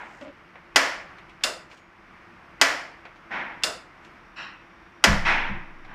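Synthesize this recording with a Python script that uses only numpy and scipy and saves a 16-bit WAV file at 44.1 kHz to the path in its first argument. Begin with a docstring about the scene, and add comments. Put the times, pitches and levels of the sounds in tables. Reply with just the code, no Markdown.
"""In a tiled kitchen, a gas stove is lit close to a mono phone microphone.
The piezo hammer snaps three times and the knob springs back twice: decaying modes and noise cracks with a room tail.
After the third snap the gas catches with a low thud of struck modes, then the flame throbs as a slow sine with rumble.
Ticks, a creak, rubs and a thin hiss surround it; clatter and a scrape sound further off, over soft air and hum."""
import sys
import numpy as np
from scipy import signal
from scipy.fft import rfft, irfft
from scipy.io import wavfile
from scipy.ndimage import uniform_filter1d

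SR = 44100
rng = np.random.default_rng(int(sys.argv[2]) if len(sys.argv) > 2 else 0)


def wav_out(sig):
    """Save sig, one row per channel (or a flat mono array), as 16-bit PCM at SR to the path in sys.argv[1]."""
    wavfile.write(sys.argv[1], SR, np.round(np.clip(np.atleast_2d(sig).T, -1, 1) * 32767).astype(np.int16))


N = 262306
TIME = np.arange(N) / SR
AGE = TIME[:SR]  # the second that follows an onset

# reverberation of the kitchen, before stretching: (frequency [Hz], t60 [s])
KITCHEN = [(150, 0.66), (500, 0.6), (2000, 0.54), (4000, 0.42), (7000, 0.35), (14000, 0.32)]
# colour of the steady air: (frequency [Hz], relative level [dB])
AIR_COLOUR = [(15, -32.5), (25, -2), (103, -7.5), (135, -7), (176, -4), (278, -9), (344, -1.5), (383, -12),
              (515, -12), (1180, -5.5), (2240, -10), (3930, -28.5), (5420, -29), (7090, -40.5),
              (15000, -51.5)]
# lines of the faint hum: (frequency [Hz], level [dB])
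HUM_LINES = [(188, -64.5), (339, -61)]

# clatter further off: (time [s], level [dB], rise time constant [s], t60 at 2 kHz [s], tilt [dB per octave],
# ring frequency [Hz], thump level [dB])
CLATTERS = [(-.06, -28.5, 0.057, 0.64, -2, 1567, -22.5), (3.305, -22, 0.064, 0.79, -0.5, 2088, -15.5),
            (5.25, -15.5, 0.023, 0.85, 1.73, 2500, -24), (5.875, -31, 0.19, 2.1, -2.5, 1292, -12)]
# colours of the clatter, its thump and the hollow scrape: (frequency [Hz], relative level [dB])
CLATTER_COLOUR = [(150, -19.5), (330, -10.5), (430, -13.5), (600, -8), (960, 0.5), (1220, -7), (1400, -1.5),
                  (2100, -1), (2800, -11), (3600, -17), (4700, -27.5), (5400, -24.5), (7000, -39.5),
                  (14000, -65.5)]
THUMP_COLOUR = [(110, -12), (160, 2.5), (220, 6), (280, -1), (600, -29.5), (4000, -71)]
SCRAPE_COLOUR = [(190, -7), (400, -17), (1000, -6.5), (1700, -1), (2000, -3.5), (2220, -16), (2600, 0),
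                 (3050, -8.5), (3430, -22), (3900, -11), (4850, -21.5), (5500, -13), (6300, -34.5),
                 (7100, -28), (10000, -49), (15000, -65)]

# soft rubs of the hand on the stove: (time [s], level [dB], length [s], tilt [dB per octave])
RUBS = [(-.02, -57, .26, 0.5), (1.693, -50, .06, -2), (1.754, -62, .035, 3.5), (4.024, -66, .045, 4)]
# colour of a rub: (frequency [Hz], relative level [dB])
RUB_COLOUR = [(400, -3.5), (1200, 0.5), (2600, -3.5), (3800, -11), (5300, -9.5), (7500, -14.5),
              (10000, -27), (15000, -34)]
# thin tings of steel: (time [s], frequency [Hz], level [dB], t60 [s])
TINGS = [(1.773, 6710, -65.5, 0.51), (5.27, 9000, -52, 0.22)]
# resonances of the gas jets, each filtered twice: (frequency [Hz], width of one pass [Hz], level [dB])
JET_MODES = [(3600, 300, -1), (5650, 220, -3)]

# small ticks of the knob under the fingers: (time [s], level [dB], tilt [dB per octave])
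TICKS = [(0.211, -43, 0), (.555, -40.5, -6.5), (1.183, -41, -2.5), (1.294, -46, 0.5), (1.410, -42.5, -5.5),
         (1.435, -28, 4), (1.712, -42.5, 0), (1.773, -50.5, 3.5), (3.053, -37, -4.5), (3.158, -50, -0.5),
         (3.623, -41, -3.5), (4.047, -49.5, 4), (5.847, -43.5, -3)]
# colour of a tick: (frequency [Hz], relative level [dB])
TICK_COLOUR = [(200, -21.5), (600, 0.5), (2300, 8), (4000, -3.5), (7000, -16), (14000, -39.5)]
# resonances of the creak, each filtered twice: (frequency [Hz], half the width of one pass [Hz], level [dB])
CREAK_MODES = [(275, 36, -1.5), (580, 47, 1)]

# puffs of burning gas: (time [s], level [dB], rise time constant [s])
PUFFS = [(5.067, -12.5, 0.018), (5.496, -31.5, 0.0015)]
# the hollow under the pot that they ring: (frequency [Hz], level [dB], t60 [s])
HOLLOW_MODES = [(52.1, -7, 0.59), (87, -4, 0.28), (111, -8, 0.55), (150, -1.5, 0.23), (165, -11, 0.67),
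                (201.4, -1, 0.38)]

# piezo hammer strikes: (time [s], level [dB], room level [dB], tilt [dB per octave])
SNAPS = [(.7595, -2.5, -17, -1.3), (2.6133, -2.5, -17.5, -1), (5.0397, -1, -17, -2)]
# the knob springs back against its stop: (time [s], level [dB], room level [dB], tilt [dB per octave])
RETURNS = [(1.4374, -8.5, -24.5, 2), (3.6354, -9, -24.5, 2)]
# modes of the hammer housing, the knob's stop and the sheet-steel body: (frequency [Hz], level [dB], t60 [s])
HAMMER_MODES = [(2023, -10.5, 0.078), (2370, -13, 0.017), (2940, -9, .025), (3270, -11.5, 0.034),
                (4520, -15.5, .04), (5020, -14.5, 0.062), (7010, -16, .02)]
STOP_MODES = [(2677, -17.5, .03), (2790, -8.5, 0.047), (3550, -10.5, 0.036), (4400, -25, 0.048),
              (4730, -14, 0.044), (5080, -9, .045), (5760, -20.5, 0.053), (6610, -18.5, 0.066),
              (7120, -15, .05), (7800, -18.5, .05), (9240, -23.5, 0.077)]
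BODY_MODES = [(275, -33, .4), (393, -25, .1), (525, -32, .3), (678, -23, .2), (846, -19, .14),
              (1007, -26, .35), (1128, -25, .3), (1359, -25, .2), (1530, -21, .16), (1723, -20, .35),
              (1961, -22, .45), (2083, -27, .5), (2293, -26, .35)]
# colours of the first crack and of the room's answer: (frequency [Hz], relative level [dB])
SNAP_CRACK = [(120, -25), (300, -11.5), (1000, -2), (2500, -1.5), (3800, -7), (5200, -3.5), (7200, -9.5),
              (10000, -20), (15000, -28.5)]
SNAP_ROOM = [(88, -70), (150, -34.5), (238, -23), (273, -9.5), (350, -20.5), (477, -13), (515, -8),
             (687, -6), (787, -8), (1400, -4), (1640, -4), (1770, -1), (3540, -13.5), (5400, -8.5),
             (15000, -35.5)]
RETURN_CRACK = [(100, -40), (300, 10.5), (600, -26.5), (1800, 5.5), (3000, 7.5), (5200, 9.5), (6200, -6),
                (8500, -2), (11000, -12.5), (15000, -16.5)]
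RETURN_ROOM = [(88, -34), (150, -11.5), (589, 4), (701, 5), (787, -6), (1130, -2), (1430, 0.5), (1870, -7),
               (2810, -12), (3090, -12), (4910, -8), (6060, -15), (7080, -13), (9270, -19), (15000, -37)]


def undb(db):
    """Decibels to gain."""
    return 10 ** (np.asarray(db) / 20)


def unit(x):
    """Scale to rms 1."""
    return x / np.sqrt(np.mean(x ** 2))


def fade(t60):
    """Exponential decay, 60 dB down after t60 seconds."""
    return np.exp(-np.log(1000) * AGE / t60)


def swell(rise):
    """Smooth onset with a time constant in seconds."""
    return 1 - np.exp(-AGE / rise)


def envelope(start, attack, hold=np.inf, release=1, sag_db_per_s=0):
    """Gain that rises at start, sags throughout and dies away after the hold; times in s."""
    age = np.maximum(TIME - start, 0)
    rise = 1 - np.exp(-age / attack)
    dying = np.exp(-np.maximum(age - hold, 0) / release)
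    return rise * undb(-sag_db_per_s * age) * dying


def walk(rate):
    """Random wander, gliding between values about rate times a second, with a spread near 1."""
    step = int(SR / rate)
    values = rng.standard_normal(N // step + 1)
    return uniform_filter1d(np.repeat(values, step), step)[:N]


def add(track, s, sound):
    """Mix a sound into the track at time s."""
    start = int(round(s * SR))
    lo, hi = max(start, 0), min(start + len(sound), N)
    track[lo:hi] += sound[lo - start:hi - start]


def log_freqs(size):
    """Octave position of every bin of a spectrum."""
    return np.log2(np.maximum(np.fft.rfftfreq(size, 1 / SR), 1))


def colour(x, points, tilt_db=0):
    """Shape x by a spectral curve, tilted within two octaves of 2 kHz, and scale it to rms 1."""
    octave = log_freqs(len(x))
    hz, db = np.transpose(points)
    gain_db = np.interp(octave, np.log2(hz), db)
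    gain_db += tilt_db * np.clip(octave - np.log2(2000), -2, 2)
    gain_db -= 12 * np.maximum(np.log2(hz[0]) - octave, 0)  # 12 dB per octave below the first point
    return unit(irfft(rfft(x) * undb(gain_db), len(x)))


def resonate(x, hz, width):
    """Two equal resonances in a row, gain 1 at their centre."""
    b, a = signal.iirpeak(hz, hz / width, fs=SR)
    return signal.lfilter(b, a, signal.lfilter(b, a, x))


def ring(modes, scatter=0.):
    """Struck modes as decaying sines; scatter spreads their starting phases in cycles."""
    out = np.zeros(SR)
    for hz, db, t60 in modes:
        cycles = hz * AGE + scatter * rng.random()
        out += undb(db) * fade(t60) * np.sin(2 * np.pi * cycles)
    return out


def die_away(x, stretch):
    """Let each band of x fade with the kitchen's reverberation time, multiplied by stretch."""
    octave, spectrum = log_freqs(len(x)), rfft(x)
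    hz, t60 = np.transpose(KITCHEN)
    out = np.zeros(len(x))
    for pick, band_t60 in zip(np.eye(len(hz)), t60):
        weight = np.interp(octave, np.log2(hz), pick)  # overlapping bands that sum to 1
        out += irfft(spectrum * weight, len(x)) * fade(stretch * band_t60)
    return out


def background():
    """Soft kitchen air as coloured noise that wavers a little, with a hum of narrow noise bands."""
    air = colour(rng.standard_normal(N), AIR_COLOUR) * undb(-46.5 + 1.1 * walk(4))
    hum = np.zeros(N)
    for hz, db in HUM_LINES:
        b, a = signal.iirpeak(hz, hz / 5.1, fs=SR)
        hum += undb(db) * unit(signal.lfilter(b, a, rng.standard_normal(N)))
    return air + hum


def far_clatter():
    """Distant knocks, blurred by the room into swells that darken as they fade."""
    out = np.zeros(N)
    for s, db, rise, t60, tilt_db, ring_hz, thump_db in CLATTERS:
        rattle = colour(rng.standard_normal(SR), CLATTER_COLOUR, tilt_db)
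        note = unit(resonate(rng.standard_normal(SR), ring_hz, 400))
        thump = colour(rng.standard_normal(SR), THUMP_COLOUR)
        knock = rattle + undb(-11.0) * note + undb(thump_db) * thump
        # a little comes straight, the rest builds up off the walls
        arrival = 0.16 * swell(rise / 20) + 0.87 * swell(rise)
        add(out, s, undb(db) * die_away(knock, t60 / KITCHEN[2][1]) * arrival)
    return out


def far_scrape():
    """Something hollow scrapes a little way off: coloured noise that swells and fades in the room."""
    out = np.zeros(N)
    t60_at_2khz = 0.6
    scrape = colour(rng.standard_normal(SR), SCRAPE_COLOUR)
    add(out, 4.359, undb(-25.5) * die_away(scrape, t60_at_2khz / KITCHEN[2][1]) * swell(0.053))
    return out


def rubs():
    """Skin drags over the stove in dense little grains, some 2500 a second."""
    out = np.zeros(N)
    for s, db, length, tilt_db in RUBS:
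        grains = (rng.random(N) < 2500 / SR) * rng.standard_normal(N)
        stroke = envelope(s, attack=.01, hold=length, release=.025)
        out += undb(db) * colour(grains, RUB_COLOUR, tilt_db) * stroke
    return out


def tings():
    """Single high notes of the steel pot, each a decaying sine."""
    out = np.zeros(N)
    for s, hz, db, t60 in TINGS:
        add(out, s, ring([(hz, db, t60)]) * swell(.01))
    return out


def jets():
    """Gas whistles softly through the jets from the moment the valve opens: resonant noise."""
    flow = rng.standard_normal(N)
    hiss = sum(undb(db) * resonate(flow, hz, width) for hz, width, db in JET_MODES)
    return undb(-70.5) * unit(hiss) * envelope(4.1, attack=.1)


def knob_ticks():
    """Light ticks of the knob: short noise bursts with a little room."""
    out = np.zeros(N)
    for s, db, tilt_db in TICKS:
        noise = colour(rng.standard_normal(SR), TICK_COLOUR, tilt_db)
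        tick = noise * fade(.05)
        room = undb(-7) * die_away(noise, stretch=.6)
        add(out, s, undb(db) * (tick + room) * swell(.0006))
    return out


def knob_creak():
    """The knob is pushed in: it grips at once, and random slips ring two resonances with a dry scuff."""
    slips_per_s = 490
    slips = (rng.random(N) < slips_per_s / SR) * rng.uniform(.2, 1, N)
    creak = sum(undb(db) * resonate(slips, hz, 2 * width) for hz, width, db in CREAK_MODES)
    scuff = undb(-5.5) * colour(slips, TICK_COLOUR, tilt_db=-5.5)
    push = envelope(.209, attack=.005, hold=.08, release=0.027, sag_db_per_s=25)
    return undb(-39) * push * (unit(creak) + scuff)


def gas_catches():
    """The gas catches in puffs: low modes boom under the pot with a gust of dark noise."""
    out = np.zeros(N)
    gust_colour = [(50, -5.5), (190, -10), (300, -22.0), (1500, -34), (8000, -87.0)]
    for s, db, rise in PUFFS:
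        gust = colour(rng.standard_normal(SR), gust_colour) * fade(0.25)
        boom = undb(-2.5) * ring(HOLLOW_MODES) + undb(-2.0) * gust
        add(out, s, undb(db) * boom * swell(rise))
    return out


def flame():
    """The fresh flame throbs and flares, sags as the gathered gas burns off, then drops to a steady burn."""
    start_s, attack_s = 5.1, .015
    throb_hz, throb_start_s = 15.85, 5.088
    throb = np.sqrt(2) * np.sin(2 * np.pi * throb_hz * (TIME - throb_start_s))
    rumble_colour = [(20, -2.5), (50, -3.5), (120, -7.0), (250, -12.5), (600, -30), (4000, -76.5)]
    rumble = colour(rng.standard_normal(N), rumble_colour)
    flare = undb(-25) * envelope(start_s, attack_s, hold=.48, release=0.035, sag_db_per_s=23)
    steady = undb(-43) * envelope(start_s, attack_s)
    return (flare + steady) * (throb + undb(-17.5) * rumble)


def blows(events, modes, crack_colour, room_colour, crack_db, crack_t60, tick_db, body_db,
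          stretch, room_rise, sing_db, sing_width_hz):
    """Metal hits metal: the part rings briefly, the steel body takes it up and the room answers."""
    out = np.zeros(N)
    part = ring(modes, scatter=0.91) * swell(0.00019)
    body = ring(BODY_MODES, scatter=0.94) * swell(0.0029)  # the heavy sheet takes a moment to get going
    contact, walls = rng.standard_normal((2, SR))  # the same parts and the same walls at every blow
    # the room holds the part's own notes on after the part has stopped
    sing = unit(sum(undb(db) * resonate(walls, hz, sing_width_hz) for hz, db, _ in modes))
    bite = (undb(crack_db) * fade(crack_t60) + undb(tick_db) * fade(.012)) * swell(0.00059)
    for s, db, room_db, tilt_db in events:
        own_contact, own_walls = rng.standard_normal((2, SR))  # what differs from blow to blow
        crack = colour(contact + 0.45 * own_contact, crack_colour, tilt_db) * bite
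        answer = colour(walls + 0.5 * own_walls, room_colour, tilt_db) + undb(sing_db) * sing
        room = die_away(answer, stretch) * swell(room_rise)
        direct = part + crack + undb(body_db) * body
        add(out, s, undb(db) * direct + undb(room_db) * room)
    return out


def knob_returns():
    """The knob springs back on its stop: a lighter, brighter blow."""
    return blows(RETURNS, STOP_MODES, RETURN_CRACK, RETURN_ROOM,
                 crack_db=-9.0, crack_t60=0.06, tick_db=-29.5, body_db=-8.5,
                 stretch=0.95, room_rise=0.0034, sing_db=-9.5, sing_width_hz=300)


def hammer_snaps():
    """The piezo hammer strikes: a heavy snap that rings its housing."""
    return blows(SNAPS, HAMMER_MODES, SNAP_CRACK, SNAP_ROOM,
                 crack_db=-7, crack_t60=0.086, tick_db=-9, body_db=1.5,
                 stretch=1.28, room_rise=0.013, sing_db=-18.0, sing_width_hz=900)


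def scene():
    """Everything reaches one microphone, the same on both channels."""
    mono = background() + far_clatter() + far_scrape()
    mono += rubs() + tings() + jets() + knob_ticks() + knob_creak()
    mono += gas_catches() + flame() + knob_returns() + hammer_snaps()
    return np.array([mono, mono])


def suppress(x, depth_db, margin_db, size=512):
    """Noise suppressor: bands close to their own resting level are turned down, so tails end early."""
    spectra = signal.stft(x, nperseg=size)[2]
    power = uniform_filter1d(np.abs(spectra) ** 2, size=9, axis=1)  # smoothed over frequency
    power = uniform_filter1d(power, size=5, axis=2)  # and over time
    resting = np.quantile(power, 1 / 4, axis=2, keepdims=True)
    threshold = resting * undb(margin_db) ** 2
    gain = undb(depth_db * threshold / (power + threshold))
    return signal.istft(spectra * gain, nperseg=size)[1][:, :N]


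def record(dry):
    """The phone turns down steady noise, rounds off the sharpest peaks and cuts the top."""
    quiet = suppress(dry, depth_db=-5.0, margin_db=9.5)
    rounded = quiet / (1 + (quiet / .94) ** 6) ** (1 / 6)
    top_hz = 15400
    return signal.sosfilt(signal.ellip(10, .1, 80, top_hz, fs=SR, output="sos"), rounded)


dry = scene()
out = record(dry)
wav_out(out)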